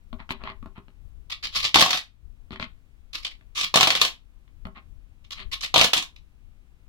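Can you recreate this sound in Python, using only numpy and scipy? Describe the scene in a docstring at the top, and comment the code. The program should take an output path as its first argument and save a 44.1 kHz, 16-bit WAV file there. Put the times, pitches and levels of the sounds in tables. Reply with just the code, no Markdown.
"""Taps and slides on a plastic tub lid come first, over a faint uneven rumble: a parrot picks coins off the lid.
It posts three of them into a tin bank lying on its side: each scrapes in the slot, falls and tumbles among others.
Noise-like contact forces excite bodies made of a coloured crack and decaying modes; friction drives the slides.
A small furnished room adds dense reflections, and the hand-held camera rumbles, mostly on the left."""
import sys
import numpy as np
from scipy import signal
from scipy.fft import rfft, irfft, next_fast_len
from scipy.io import wavfile

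SR = 44100
rng = np.random.default_rng(int(sys.argv[2]) if len(sys.argv) > 2 else 0)


def dump_mix(stems):
    """Bounce the given channels to the path in sys.argv[1] as a 16-bit WAV at rate SR."""
    frames = np.atleast_2d(stems).T  # one column per channel
    limited = np.clip(frames, -1, 1)  # hard clip at full scale
    pcm = np.round(limited * 32767).astype(np.int16)
    wavfile.write(sys.argv[1], SR, pcm)


N = 303408

# room noise spectrum, relative: (frequency [Hz], density [dB per Hz])
HISS_SPECTRUM = [(30, 5), (100, -2.5), (250, -3.5), (450, -16), (1000, -19), (2500, -18.5), (5000, -28.5),
                 (15000, -33)]
# handling rumble spectrum, relative: (frequency [Hz], density [dB per Hz])
RUMBLE_SPECTRUM = [(8, -14), (18, -4), (35, -2), (60, -9), (110, -19), (170, -31.5), (400, -43),
                   (1500, -69)]
# the hand shifts on the camera and the rumble swells: (time of crest [s], rise [dB])
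HAND_SHIFTS = [(.15, 11), (0.429, 7), (.65, 8), (1.07, 10), (1.221, 7), (1.62, 9.5), (1.78, 6.5), (2.28, 9),
               (2.48, 6), (2.7, 3), (3.5, 2.5), (3.79, 4), (3.981, 5.5), (4.62, 8.5), (4.919, 8),
               (5.48, 12.5), (5.82, 8.5)]
# side relative to mid at the two microphone ports: (frequency [Hz], level [dB])
SIDE_TO_MID = [(100, -13.5), (850, -10.5), (1150, -7.5), (1500, 1.5), (1950, 6.5), (2600, 6), (3700, -1.5),
               (12000, 2.5)]
# left relative to right, for the tub: (frequency [Hz], level [dB])
TUB_LEFT_TO_RIGHT = [(100, 4), (400, 6.5), (1300, -1), (2400, 2), (4400, 16), (8100, -12), (15000, -13)]
# left relative to right, for the bank: (frequency [Hz], level [dB])
BANK_LEFT_TO_RIGHT = [(100, 3), (400, 1), (700, 2), (1300, -2), (2400, 2), (4400, 1), (8100, -11.5),
                      (15000, -18.5)]
# beak, claws and coins tap the tub lid: (time [s], tick level [dB], thud level [dB])
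LID_TAPS = [(0.129, -42, -30.5), (0.202, -38.5, -43), (0.2919, -33, -39), (.306, -23.5, -28),
            (.437, -32.5, -33), (0.5, -37.5, -40.5), (0.627, -48.5, -35), (0.659, -49, -33.5),
            (.78, -49.5, -34), (0.882, -53, -47), (2.507, -40, -32.5), (2.529, -51, -31),
            (2.5588, -34, -44), (2.598, -27, -30), (2.626, -24, -46), (3.41, -54, -60.5), (4.478, -58, -81),
            (4.653, -37.5, -28.5), (4.67, -60, -31), (4.770, -52, -46)]
# coins and claws slide over the lid: (time [s], length [s], level [dB], brightness [dB per octave])
LID_SLIDES = [(.185, 0.047, -48, -5.5), (0.294, .038, -38, 11.5), (0.392, 0.053, -50.5, -9),
              (.435, 0.092, -39.5, -6), (0.752, 0.043, -52, -8), (2.513, 0.041, -46, 4.5),
              (2.593, 0.064, -42.5, 6), (4.747, 0.052, -48.5, -4.5), (5.353, 0.092, -42.5, 4)]
# resonances of the tub lid: (frequency [Hz], level [dB], t60 [s])
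LID_MODES = [(132, 2.5, 0.025), (208, -1, 0.12), (230, -8, 0.17), (251, -8, 0.12), (394.6, -8, 0.15),
             (626, -9, 0.095), (1106, -4.5, 0.072)]
# colour of a tick on the lid: (frequency [Hz], level [dB])
TICK_SPECTRUM = [(150, -19), (500, -15), (1100, 10.5), (1500, 5), (2000, 9.5), (2800, 7), (4200, 3),
                 (5500, -17), (8000, -30), (15000, -46)]
# colour of the lid's thud: (frequency [Hz], level [dB])
THUD_SPECTRUM = [(40, 7), (110, 4), (220, 14.5), (400, -5), (700, -7.5), (1200, -1), (3000, -41)]
# a coin, held in the beak, scrapes on the tin and its slot: (time [s], length [s], level [dB])
SLOT_SCRAPES = [(1.297, 0.014, -36.5), (1.313, 0.021, -30), (1.425, 0.043, -30), (1.518, 0.069, -39),
                (1.545, 0.046, -24.5), (1.589, 0.0264, -30), (1.622, 0.043, -28.5), (1.64, 0.03, -22),
                (3.130, 0.011, -36.5), (3.14, 0.026, -31), (3.164, 0.055, -50), (3.224, 0.024, -46),
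                (3.2458, .011, -25), (3.307, 0.02, -46), (3.549, 0.084, -28.5), (3.61, 0.0087, -20),
                (3.639, 0.011, -22), (5.24, .019, -56.5), (5.306, 0.0065, -34.5), (5.314, .026, -36.5),
                (5.514, 0.015, -36), (5.523, 0.026, -28.5), (5.607, 0.011, -32.5), (5.623, 0.028, -29),
                (5.645, 0.01, -28.5), (6.16, 0.0067, -47)]
# a coin lands in the bank, or topples there once more, and tumbles until it settles:
# (time [s], length [s], level of its small clinks at first [dB])
COIN_DROPS = [(1.744, .235, -10.5), (3.745, 0.35, -13), (5.746, .105, -10), (5.938, 0.04, -17)]
# hard hits of each tumble; a coin that lands flat knocks the body more:
# (time [s], tin wall level [dB], hollow body level [dB])
HARD_HITS = [(1.743, -5, -24), (1.757, -4, -6.5), (1.77, -12.5, -18), (1.787, -8.5, -28.5),
             (1.795, -8.5, -22), (1.813, -4.5, -17), (1.8232, 0, -6), (1.861, -9.5, -13), (1.907, -8, -18),
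             (1.948, -22.5, -23), (3.7406, -10.5, -15.5), (3.757, -6.5, -13.5), (3.772, -11, -13.5),
             (3.8084, -2.5, -10.5), (3.829, -1.5, -13), (3.872, -7, -12.5), (3.903, -5.5, -18),
             (3.922, -18.5, -24.5), (3.9507, -9.5, -23.5), (4.014, -2.5, -15.5), (4.0489, -10.5, -25),
             (5.7412, -9.5, -15), (5.759, -7, -11.5), (5.783, -12, -25.5), (5.794, -9, -21.5),
             (5.812, -3, -12.5), (5.8441, -8, -17.5), (5.9329, -6.5, -22.5), (5.970, -16, -38.5),
             (6.0239, -25, -38.5)]
# resonances of the tin wall with the coins in it: (frequency [Hz], level [dB], t60 [s])
WALL_MODES = [(1950, -6, .05), (2465, -6, .07), (2735, -5, .07), (3003, 0, .12), (3158, -5, .07),
              (3276, -3, .08), (3585, -1, .07), (3702, 0, .07), (3816, -3, .06), (4166, -7, .06),
              (4383, -2, .07), (5180, -11, .06), (5680, -11, .06)]
# resonances of the air and end caps of the bank: (frequency [Hz], level [dB], t60 [s])
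HOLLOW_MODES = [(255, -13, .07), (413, -9, .08), (548, -9, .05), (667, 0, .06), (735, -1, .05),
                (945, -8, .04), (1075, -9, .04), (1200, -5, .06)]
# colour of the first crack of the tin wall: (frequency [Hz], level [dB])
WALL_SPECTRUM = [(300, -43.5), (800, -17), (1150, -6.5), (1500, -4.5), (2100, 1), (3600, 4.5), (4500, -1.5),
                 (6000, -6), (8500, -15.5), (12000, -21), (16000, -25)]
# colour of the first knock of the hollow body: (frequency [Hz], level [dB])
HOLLOW_SPECTRUM = [(40, -19.5), (100, -7), (220, -5.5), (330, -8), (450, -5.5), (700, -1.5), (860, -2),
                   (1150, 2.5), (1600, -16.5), (4000, -53)]
# colour of a coin's edge on the slot: (frequency [Hz], level [dB])
EDGE_SPECTRUM = [(300, -35), (800, -23.5), (1150, -2.5), (1500, -11), (2100, 1), (3600, 3.5), (4600, 1),
                 (6000, -7.5), (8500, -19), (12000, -22), (16000, -29.5)]

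RING = int(.2 * SR)  # length of one contact sound [samples]
T = np.arange(RING) / SR  # time within one contact sound [s]
BLOW_S = .003  # span over which the level of a hit is reckoned
TOP_HZ = 16200
HISS_DB = -64.5
RUMBLE_DB, RUMBLE_RIGHT_DB = -47, -26  # rumble before its swells; right relative to left
# the grip on the camera tightens and eases at random, up to the swing either way
GRIP_CHANGES_PER_S, GRIP_SWING_DB = 24, 1.5
NUDGE_S = .075  # the rise in dB falls to 1/e of its crest this long before and after
REBOUND_S, REBOUND_DB = .016, -10.5  # each tap rebounds once, after about this delay
SCRAPE_HOLLOW_DB = -20.5  # hollow body relative to coin edge in a scrape
DRAG_S, DRAG_DB = .035, -15.5  # a lighter drag outlasts the firm scrape by this time
CLINKS_PER_S, SETTLE_DB_PER_S, CLINK_SCATTER_DB = 72, 35, 2.5  # clink rate is approximate
CLINK_HOLLOW_DB = -13  # hollow body relative to tin wall in a small clink


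def amp(db):
    """Logarithmic level: decibels become an amplitude ratio."""
    return 10 ** (np.asarray(db) / 20)


def fade(t, t60):
    """Exponential decay: the envelope is 60 dB down at t60."""
    return np.exp(-np.log(1000) * t / t60)


def unit(x):
    """Energy normalization: each channel's squares sum to one."""
    return x / np.sqrt(np.sum(x ** 2, axis=-1, keepdims=True))


def gains(points, size):
    """Spectral interpolation: (Hz, dB) points, joined on a log-frequency axis, give a gain per bin."""
    point_hz, point_db = np.transpose(points)
    bin_hz = np.fft.rfftfreq(size, 1 / SR)
    return amp(np.interp(np.log(bin_hz + 1), np.log(point_hz), point_db))


def colour(x, points):
    """Minimum-phase filtering: a folded cepstrum gives a causal response with the given spectrum."""
    size = 8192
    cepstrum = irfft(np.log(gains(points, size)))
    cepstrum[1:size // 2] *= 2
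    cepstrum[size // 2 + 1:] = 0
    response = irfft(np.exp(rfft(cepstrum)))
    return signal.fftconvolve(x, response[None], axes=1)[:, :x.shape[1]]


def body(spectrum, modes, ring_db, detune, bright_db=0, vary_db=2):
    """Modal superposition: a crack, then modes, both varied at random from contact to contact."""
    points = np.array(spectrum, float)
    tilt_db = bright_db * np.log2(points[:, 0])  # bright_db is in dB per octave
    points[:, 1] += tilt_db + vary_db * rng.standard_normal(len(points))
    crack = colour(signal.unit_impulse(RING)[None], points)
    hz, db, t60 = np.transpose(modes)[:, :, None]
    shift, weight, phase = rng.standard_normal((3, len(modes), 1))
    waves = np.sin(2 * np.pi * (hz * (1 + detune * shift) * T + phase))
    rings = waves * fade(T, t60) / np.sqrt(t60)  # equal energy whatever the decay
    ring = np.sum(amp(db + vary_db * weight) * rings, axis=0)
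    onset = 1 - fade(T, .01)
    return unit(crack) + amp(ring_db) * unit(ring * onset)


def blow(rise_s, contact_s, chatter_s, chatter_db):
    """Impact force: a brief flurry of contacts, with a longer-lasting chatter on the surface."""
    contact, chatter = rng.standard_normal((2, 2, RING)) * (1 - fade(T, rise_s))
    flurry = unit(contact * fade(T, contact_s))
    return flurry + amp(chatter_db) * unit(chatter * fade(T, chatter_s))


def stroke(length_s, slips_hz, uneven_db):
    """Stick-slip friction: fine noise catches and slips under a pressure that swells and lets go."""
    grip_db = uneven_db * np.interp(T * slips_hz, np.arange(RING), rng.standard_normal(RING))
    pressure = np.sin(np.pi * np.clip(T / length_s, 0, 1))
    return pressure * amp(grip_db) * rng.standard_normal((2, RING))


def add(out, s, force, response, db, length_s=BLOW_S):
    """Linear excitation: force convolved with response sounds at s; db spreads its energy over length_s."""
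    sound = unit(signal.fftconvolve(force, response, axes=1)[:, :RING])
    sound = sound * amp(db) * np.sqrt(length_s * SR)
    start = max(int(s * SR), 0)
    out[:, start:start + RING] += sound[:, :N - start]


def room(x, wet_db, low_t60, high_t60, build_s):
    """Diffuse reverberation: dense reflections off near walls and furniture; the treble dies first."""
    t = np.arange(2 * RING) / SR
    noise = rng.standard_normal((2, len(t)))
    lowpass = signal.butter(2, 4500, fs=SR, output="sos")
    low = signal.sosfiltfilt(lowpass, noise)
    high = noise - low
    tail = (low * fade(t, low_t60) + high * fade(t, high_t60)) * (1 - fade(t, build_s))
    return x + amp(wet_db) * signal.fftconvolve(x, unit(tail), axes=1)[:, :N]


def ports(x, pan):
    """Mid-side coherence: two unrelated channels become left and right, alike in bass, apart in treble."""
    size = next_fast_len(N)
    mid, side = rfft(x, size)
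    width, lean = gains(SIDE_TO_MID, size), gains(pan, size)
    pair = np.array([(mid + width * side) * lean, mid - width * side])
    keep_power = np.sqrt(2 / (1 + width ** 2) / (1 + lean ** 2))
    return irfft(pair * keep_power, size)[:, :N]


def background():
    """Stationary and modulated noise: even room hiss, and hand rumble that swells, mostly in the left port."""
    t = np.arange(N) / SR
    hiss = unit(colour(rng.standard_normal((2, N)), HISS_SPECTRUM)) * amp(HISS_DB)
    wander = rng.uniform(-1, 1, N)
    grip_db = GRIP_SWING_DB * np.interp(t * GRIP_CHANGES_PER_S, np.arange(N), wander)
    nudge_db = sum(db * np.exp(-((t - s) / NUDGE_S) ** 2) for s, db in HAND_SHIFTS)
    rumble = unit(colour(rng.standard_normal((2, N)), RUMBLE_SPECTRUM))
    rumble = rumble * amp(RUMBLE_DB + grip_db + nudge_db) * amp([[0], [RUMBLE_RIGHT_DB]])
    # unit energy times sqrt(N) is unit RMS
    return np.sqrt(N) * (ports(hiss, [(100, 2), (2000, .5)]) + rumble)


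def rebound(force):
    """Inelastic bounce: a force is followed by its weaker repeat."""
    lag = int(REBOUND_S * rng.uniform(.6, 1.4) * SR)
    repeat = np.pad(force, ((0, 0), (lag, 0)))[:, :RING]
    return force + amp(REBOUND_DB) * repeat


def tub():
    """Impact and friction on a plate: hard contacts tick on plastic, the wide lid thuds, slides rub."""
    out = np.zeros((2, N))
    for s, tick_db, thud_db in LID_TAPS:
        tick = body(TICK_SPECTRUM, LID_MODES, ring_db=-11, detune=.03)
        thud = body(THUD_SPECTRUM, LID_MODES, ring_db=-6, detune=.03, vary_db=1.5)
        tick_force = blow(rise_s=.00081, contact_s=.0067, chatter_s=.019, chatter_db=0)
        thud_force = blow(rise_s=.0007, contact_s=.017, chatter_s=.08, chatter_db=-9)
        add(out, s, rebound(tick_force), tick, tick_db)
        add(out, s, rebound(thud_force), thud, thud_db)
    for s, length_s, db, bright_db in LID_SLIDES:
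        lid = body(TICK_SPECTRUM, LID_MODES, ring_db=-13, detune=.03, bright_db=bright_db)
        add(out, s, stroke(length_s, slips_hz=598.6, uneven_db=4.5), lid, db, length_s)
    wet = room(out, wet_db=-10.0, low_t60=.18, high_t60=.075, build_s=.019)
    return ports(wet, TUB_LEFT_TO_RIGHT)


def scrape(length_s):
    """Sliding friction of the coin in the slot: a firm stroke over a lighter, longer drag."""
    firm = stroke(length_s, slips_hz=447, uneven_db=3.0)
    drag = stroke(length_s + DRAG_S, slips_hz=300, uneven_db=7)
    return firm + amp(DRAG_DB) * drag


def clinks():
    """Energy loss in tumbling: unevenly spaced small contacts weaken; rows (s, wall dB, hollow dB)."""
    rows = []
    for s, length_s, db in COIN_DROPS:
        gap, wall, hollow = rng.standard_normal((64, 3)).T
        age = np.cumsum(np.exp(.3 * gap)) / CLINKS_PER_S
        level_db = db - SETTLE_DB_PER_S * age
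        wall_db = level_db + CLINK_SCATTER_DB * wall
        hollow_db = level_db + CLINK_HOLLOW_DB + CLINK_SCATTER_DB * hollow
        contacts = np.column_stack([s + age, wall_db, hollow_db])
        rows += list(contacts[age < length_s])
    return rows


def bank():
    """Impact and friction on resonators: coins scrape and tumble; the tin wall clinks, the hollow body knocks."""
    out = np.zeros((2, N))
    for s, length_s, db in SLOT_SCRAPES:
        bright_db = rng.uniform(-1, 1)
        edge = body(EDGE_SPECTRUM, WALL_MODES, ring_db=-10, detune=.004, bright_db=bright_db, vary_db=2.5)
        hollow = body(HOLLOW_SPECTRUM, HOLLOW_MODES, ring_db=-19.5, detune=.028)
        force = scrape(length_s)
        add(out, s, force, edge, db, length_s)
        add(out, s, force, hollow, db + SCRAPE_HOLLOW_DB, length_s)
    for s, wall_db, hollow_db in list(HARD_HITS) + clinks():
        bright_db = rng.uniform(-1.3, 1.6)  # brightness varies at random from hit to hit [dB per octave]
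        # the heap of coins damps the wall, so the crack outweighs the ring
        wall = body(WALL_SPECTRUM, WALL_MODES, ring_db=-8, detune=.002, bright_db=bright_db, vary_db=2)
        hollow = body(HOLLOW_SPECTRUM, HOLLOW_MODES, ring_db=-6, detune=.008, vary_db=1)
        wall_force = blow(rise_s=.009, contact_s=.02, chatter_s=.125, chatter_db=-2)
        hollow_force = blow(rise_s=.0015, contact_s=.012, chatter_s=.085, chatter_db=-3)
        add(out, s, wall_force, wall, wall_db)
        add(out, s, hollow_force, hollow, hollow_db)
    wet = room(out, wet_db=-7.0, low_t60=.19, high_t60=.16, build_s=.012)
    return ports(wet, BANK_LEFT_TO_RIGHT)


def scene():
    """Superposition: background, tub and bank add linearly."""
    return background() + tub() + bank()


def record(dry):
    """Peak limiting and low-pass filtering: gain drops at full scale, recovers slowly; the top is cut."""
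    over_db = 20 * np.log10(np.maximum(np.abs(dry).max(axis=0), 1))
    release_db_per_s = 12
    release = release_db_per_s * np.arange(N) / SR
    held_db = np.maximum.accumulate(over_db + release) - release
    lowpass = signal.ellip(12, .2, 90, TOP_HZ, fs=SR, output="sos")
    return signal.sosfilt(lowpass, dry * amp(-held_db))


dry = scene()
out = record(dry)
dump_mix(out)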